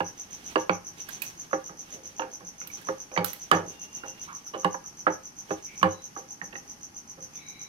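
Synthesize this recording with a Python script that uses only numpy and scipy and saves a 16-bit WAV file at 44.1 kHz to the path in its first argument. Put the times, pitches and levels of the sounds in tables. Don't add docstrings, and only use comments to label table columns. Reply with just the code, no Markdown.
import sys
import numpy as np
from scipy import signal
from scipy.fft import rfft, irfft, next_fast_len
from scipy.io import wavfile
from scipy.ndimage import uniform_filter1d

SR = 44100
rng = np.random.default_rng(int(sys.argv[2]) if len(sys.argv) > 2 else 0)


def unload_wav(signal):
    wavfile.write(
        sys.argv[1],
        SR,
        np.round(np.clip(np.atleast_2d(signal).T, -1, 1) * 32767).astype(np.int16),
    )


N = 338688
T = np.arange(N) / SR
FFT_SIZE = next_fast_len(N + SR)
HZ = np.arange(FFT_SIZE // 2 + 1) * SR / FFT_SIZE


def undb(db):
    return 10 ** (np.asarray(db) / 20)


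def on_log(points, hz):
    f, value = np.transpose(points)
    return np.interp(np.log(hz + 1), np.log(f), value)


def shape(x, gain):
    return irfft(rfft(x, FFT_SIZE) * gain, FFT_SIZE)[..., :N]


def unit(x):
    return x / np.sqrt(np.mean(x ** 2))


def band(x, hz, width_hz):
    return signal.lfilter(*signal.iirpeak(hz, hz / width_hz, SR), x)


def steep_band(x, hz, width_hz):
    return unit(band(band(x, hz, width_hz), hz, width_hz))


def fade(t, t60):
    return np.exp(-np.log(1000) * t / t60)


def add(track, start, sound):
    i = int(max(start, 0) * SR)
    track[i:i + len(sound)] += sound[:N - i]


def waver(rate_hz):
    hold = int(SR / rate_hz)
    steps = np.repeat(rng.standard_normal(N // hold + 1), hold)
    return unit(uniform_filter1d(uniform_filter1d(steps, hold), hold)[:N])


def echo(x, t60, treble_t60, rise_s):
    t = T[:SR // 2]
    noise = rng.standard_normal((2, len(t)))
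    low = signal.lfilter(*signal.butter(1, 2000, fs=SR), noise)
    tail = (low * fade(t, t60) + (noise - low) * fade(t, treble_t60)) * (1 - np.exp(-t / rise_s))
    return shape(x, rfft(tail / np.sqrt(np.sum(tail ** 2) / 2), FFT_SIZE))


def room_tone():
    # f/Hz, relative level/dB
    colour = [(15, -35), (25, -8.5), (180, -0.5), (317, -2), (545, -10.5), (840, -8), (1070, -8.5),
              (3080, -15), (3720, -21), (5000, -14), (6210, -7.5), (7310, -25.5), (12200, -21.5),
              (14800, -32), (16000, -54.5)]
    # f/Hz, left-right correlation
    likeness = [(60, 0.77), (290, 0.83), (700, -0.23), (1400, -0.3), (3000, -0.06)]
    # f/Hz, width/Hz, level/dB
    drones = [(168.5, 18, -68), (820, 41, -67.5)]
    correlation = np.clip(on_log(likeness, HZ), -.95, .95)
    eq = undb(on_log(colour, HZ))
    mid = shape(rng.standard_normal(N), eq * np.sqrt(1 + correlation))
    side = shape(rng.standard_normal(N), eq * np.sqrt(1 - correlation))
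    drone = sum(undb(db) * unit(band(rng.standard_normal(N), hz, width)) for hz, width, db in drones)
    return unit(np.array([mid + side, mid - side])) * undb(-53 + 0.67 * waver(6.1)) + drone


def whistles():
    # start/s, end/s, f/Hz, width/Hz, level/dB, left minus right/dB
    cues = [(3.66, 4.24, 2790, 45, -56, 0), (3.72, 3.8, 3600, 60, -62, 0), (5.66, 5.79, 2300, 450, -52, 0),
            (5.89, 6.07, 3950, 130, -59, 0), (7.31, 7.45, 2550, 200, -61, 2),
            (7.33, 7.7, 2260, 260, -54.5, 2), (7.34, 7.43, 3550, 150, -62, 2),
            (7.38, 7.7, 3920, 130, -55.5, 2)]
    out = np.zeros((2, N))
    for start, end, hz, width, db, pan_db in cues:
        envelope = np.interp(T, [start, (3 * start + end) / 4, end - .04, end + .03], [0, 1, .85, 0])
        tone = steep_band(rng.standard_normal((2, N)), hz, width)
        out += undb(db + np.array([[pan_db], [-pan_db]]) / 2) * envelope * tone
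    return out


def cricket():
    # first chirp/s, last chirp/s, level/dB
    runs = [(0.046, 0.178, -39), (0.309, 0.983, -39.5), (1.113, 1.906, -40), (2.036, 2.165, -40),
            (2.316, 2.85, -39.5), (2.983, 3.121, -40), (3.264, 4.329, -39.5), (4.446, 5.367, -40.5),
            (5.495, 6.021, -40.5), (6.155, 6.421, -41.5), (6.544, 6.946, -41), (7.077, 7.595, -41)]
    # offset/s, length/s, relative level/dB
    strokes = [(-.002, 0.0135, -8), (0.018, 0.0165, 0)]
    period_s, from_hz, to_hz = .1325, 6524, 5223
    out = np.zeros(N)
    chirps = [(start, db) for first, last, db in runs
              for start in np.linspace(first, last, round((last - first) / period_s) + 1)]
    for start, db in chirps:
        scatter = rng.standard_normal((len(strokes), 2)) * [0.0078, 0.88]
        for (offset, length, stroke_db), (detune, scatter_db) in zip(strokes, scatter):
            progress = np.arange(int(length * SR)) / (length * SR)
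            hz = (from_hz + (to_hz - from_hz) * progress) * (1 + detune)
            phase = 2 * np.pi * np.cumsum(hz) / SR
            catch = 1 + 0.1 * unit(band(rng.standard_normal(len(progress)), 350, 390))
            tone = catch * (np.sin(phase) + undb(-24) * np.sin(2 * phase))
            envelope = np.sin(np.pi * progress ** 0.48) ** 1.75
            add(out, start + offset, undb(db + stroke_db + scatter_db) * envelope * tone)
    direct = np.array([undb(5) * np.roll(out, 9), undb(7) * out])
    return direct + undb(9.5) * echo(out, t60=0.19, treble_t60=0.14, rise_s=0.008)


def dough_rub():
    # t/s, level/dB
    swells = [(0.0, -65), (0.44, -55), (0.61, -48.5), (0.77, -82), (1.06, -56), (1.2, -59), (1.5, -68),
              (2.15, -62), (2.46, -69), (2.78, -56.5), (3.15, -70), (3.3, -67), (3.57, -63.5), (4.1, -60.5),
              (4.6, -64.5), (4.78, -90), (5.36, -85), (5.47, -62), (5.77, -61), (6.05, -70.5), (6.42, -77),
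              (6.63, -92), (6.9, -77)]
    # f/Hz, relative level/dB
    colour = [(300, 3), (1000, -0.5), (3000, 3), (5000, -5.5), (8000, -9), (12000, -11), (15000, -16.5)]
    grains = rng.standard_normal(N) * undb(1.3 * rng.exponential(size=N))
    flutter = undb(4 * waver(30))
    friction = unit(shape(grains * flutter, undb(on_log(colour, HZ))))
    times, db = np.transpose(swells)
    return friction * undb(np.interp(T, times, db, right=-120))


def dough_snaps():
    # t/s, level/dB, cavity f/Hz, cavity and crackle trim/dB
    cues = [(1.0874, -32.5, 1550, -8), (1.219, -19, 2490, -20.5), (2.672, -31, 2700, -23.5),
            (2.7, -55, 2330, 0.5), (2.8142, -48.5, 1680, -2), (3.244, -16, 1400, -19),
            (3.258, -28, 1370, -22), (3.331, -27.5, 2060, -20.5), (3.386, -51, 2170, -34),
            (4.4707, -45.5, 1340, -15)]
    # f/Hz, width/Hz, gain/dB
    air_bands = [(10000, 400, -8.5), (11800, 1100, -11.5), (4800, 6400, -13)]
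    out, t = np.zeros(N), T[:SR // 4]
    for start, db, cavity_hz, cavity_db in cues:
        noise = rng.standard_normal((2, len(t)))
        burst = noise[0] * (1 - np.exp(-t / 0.0026)) * (fade(t, 0.017) + 0.039 * fade(t, 0.21))
        air = band(burst, 14030 + 60 * db, 1040)
        air += sum(undb(band_db) * band(burst, hz, width) for hz, width, band_db in air_bands)
        cavity = steep_band(noise[1], cavity_hz, 240) * fade(t, 0.029)
        crackle = unit(band(noise[1] ** 3, 2200, 4200)) * fade(t, 0.43)
        snap = undb(12) * air + undb(cavity_db + 11) * cavity + undb(cavity_db - 7.5) * crackle
        add(out, start, undb(db) * snap)
    return out


def bowl_modes(t, bass_db, body_db, shell_db, clack_db):
    # f/Hz, level/dB, t60/s
    modes = [(96.6, -14, 0.23), (175.6, -2, 0.16), (314.6, -3, 0.13), (401.7, -5, 0.12), (520.5, 1.5, 0.17),
             (591, -8.5, 0.068), (803, 1, 0.13), (895, -5, 0.09), (998, -5, 0.045), (1134, -3.5, 0.049),
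             (1242, -1.5, 0.036), (1415, -2.5, 0.037), (1688.5, -1.5, 0.03), (1904, -16, 0.034),
             (2470, -0.5, 0.022), (2878, -7.5, 0.019), (3380, -10, 0.015), (4560, -7, .012)]
    hz, mode_db, t60 = np.transpose(modes)[:, :, None]
    level_scatter, pitch_scatter = rng.standard_normal((2, len(modes), 1))
    voicing = [(200, bass_db + 11.5), (300, body_db), (600, body_db),
               (780, shell_db), (2000, shell_db + 14), (2400, clack_db)]
    gain = undb(mode_db + on_log(voicing, hz) + 1.5 * level_scatter)
    swell = 1 - np.exp(-t * hz / 1.68)
    detuned_hz = hz * (1 + .012 * pitch_scatter)
    partials = gain * swell * fade(t, t60) * np.sin(2 * np.pi * detuned_hz * t)
    is_low = hz[:, 0] < 950
    return partials[is_low].sum(axis=0), partials[~is_low].sum(axis=0)


def bowl_knocks():
    # t/s, level/dB, ring f/Hz,
    # clack f/Hz, bass trim/dB, body trim/dB, clack trim/dB, rise/s, settling t60/s
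    cues = [(0.004, -12, 925, 2820, -24.5, -13, -14, 0.00082, 0.086),
            (0.557, -9.5, 1047, 2803, -33, -9.5, -12.5, 0.00059, .11),
            (0.694, -10.5, 1080, 2320, -25, -11, -10, 0.0004, .12),
            (1.512, -31.5, 1240, 2500, -42, -25, -23, 0.0012, .1),
            (1.53, -15, 1180, 2650, -30.5, -8, -22, 0.00057, 0.11),
            (1.693, -33, 1260, 2690, -20.5, -14.5, -35, 0.0012, 0.31),
            (1.929, -64.5, 1460, 3400, -1, 17, -18, .012, 0.72),
            (2.195, -13.5, 905, 2800, -43, -20, -17, 0.0011, 0.1),
            (2.219, -20.5, 890, 2650, -38, -15, -13.5, 0.0012, 0.24),
            (2.406, -38, 1090, 2310, -16, -12, -22, 0.0013, 0.28),
            (2.614, -32.5, 1390, 2170, -27.5, -28, -6, 0.00076, 0.93),
            (2.872, -31.5, 1020, 2420, -38, -16, -16, 0.0016, .15),
            (2.886, -18, 1180, 2440, -27.5, -4.5, -43, 0.00097, 0.08),
            (3.115, -45, 1090, 2420, -27, 1.5, 2.5, 0.00093, 0.55),
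            (3.163, -18, 1980, 2310, -28, -11.5, -15, .0007, 0.13),
            (3.175, -10.5, 950, 2250, -24, -15, -8.5, 0.0006, .22),
            (3.514, -2, 1198, 3025, -29.5, -19.5, -11, 0.00098, 0.35),
            (4.035, -24.5, 1410, 2740, -40, -14.5, -23, 0.0012, 0.24),
            (4.31, -27, 1150, 2300, -30, -21, -12.5, .045, 0.13),
            (4.547, -17.5, 1020, 2940, -25, 1, -10, .014, 0.1),
            (4.631, -30.5, 1230, 2900, -19.5, -12, -14, 0.0037, 0.15),
            (4.646, -3.5, 1080, 2895, -30.5, -19, -16.5, 0.0017, 0.11),
            (4.744, -16, 990, 2370, -33, -19.5, -28, .002, 0.088),
            (4.849, -34, 1300, 2610, -21, -21, -21, 0.01, 0.1),
            (5.067, -2.5, 1294, 3020, -37, -19, -36, 0.0014, 0.16),
            (5.492, -40, 900, 2500, -22, -5, -30, 0.00174, 0.11),
            (5.506, -26, 1200, 2610, -14.5, 2.5, -10, 0.0008, 0.12),
            (5.815, -29, 1230, 2330, -4, -18, -5, 0.0024, .08),
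            (5.829, -3, 1090, 2960, -26, -21.5, -18, 0.00078, 0.23),
            (6.163, -26, 1180, 2320, -38, -13, -35, 0.0014, 0.21),
            (6.415, -20.5, 1830, 2640, -29, -31, -24, 0.00087, 0.25),
            (6.528, -29, 1830, 2680, -21.5, -18, -8, 0.0028, 0.2),
            (6.554, -23, 1880, 2650, -41, -29, -13, .0013, .14),
            (7.183, -37.5, 1090, 2370, 2, 6, -29, .015, .11)]
    out, t = np.zeros(N), T[:SR // 2]
    for start, db, ring_hz, clack_hz, bass_db, body_db, clack_db, rise, settle in cues:
        shell_db = -7.5 + 0.53 * body_db
        low, high = bowl_modes(t, bass_db, body_db, shell_db, clack_db)
        noise = rng.standard_normal((3, len(t)))
        onset = (1 - np.exp(-t / rise)) ** 2
        blow = np.exp(-rise / 0.011)
        low_drive, high_drive = onset * fade(t, settle), onset * fade(t, 0.59 * settle)
        settling = signal.fftconvolve(low, 0.039 * noise[0] * low_drive)
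        settling += signal.fftconvolve(high, 0.033 * noise[0] * high_drive)
        bowl = blow * onset * (low + high) + settling[:len(t)]

        rattle = unit(band(band(band(noise[1], 1370, 1000), 790, 1230), 1230, 1400)) * high_drive
        thud = steep_band(noise[2], 500, 350) * onset * fade(t, 1.18 * settle)
        counter = undb(shell_db + 1) * rattle + undb(body_db - 4) * thud

        scrape = steep_band(noise[2], ring_hz, 430)
        ring = blow * np.sin(2 * np.pi * ring_hz * t) + (1 - blow) * scrape
        ring *= onset * fade(t, 0.012 + 4 * rise)
        clack = np.sin(2 * np.pi * clack_hz * t) + .5 * steep_band(noise[1], clack_hz, 1500)
        clack *= onset * fade(t, 0.016 + 3 * rise)
        crack = blow * unit(band(band(noise[2], 9200, 7300), 4100, 6700)) * fade(t, 0.018)
        crack_db = clack_db - 6 + 3.5 * db
        contact = undb(2) * ring + undb(clack_db + 3.5) * clack + undb(crack_db) * crack
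        add(out, start + 0.00078 - rise, undb(db) * (undb(-5.5) * (bowl + counter) + contact))
    return signal.sosfilt(signal.butter(3, 75, "high", fs=SR, output="sos"), out)


def scene():
    near = bowl_knocks() + dough_snaps() + dough_rub()
    # f/Hz, gain/dB
    left_eq = [(100, -3), (300, -1.5), (1000, -7.5), (3000, -11.5), (8000, -28), (13000, -14)]
    left_lag_s = 0.00026
    left = shape(near, undb(on_log(left_eq, HZ)) * np.exp(-2j * np.pi * HZ * left_lag_s))
    send = signal.lfilter(*signal.butter(2, 200, "high", fs=SR), near)
    wet = echo(send, t60=0.28, treble_t60=0.2, rise_s=0.005)
    return undb(7) * np.array([left, near]) + undb(-6) * wet + cricket() + whistles() + room_tone()


def record(dry):
    return signal.sosfilt(signal.ellip(8, .2, 70, 15700, fs=SR, output="sos"), np.clip(dry, -1, 1))


dry = scene()
out = record(dry)
unload_wav(out)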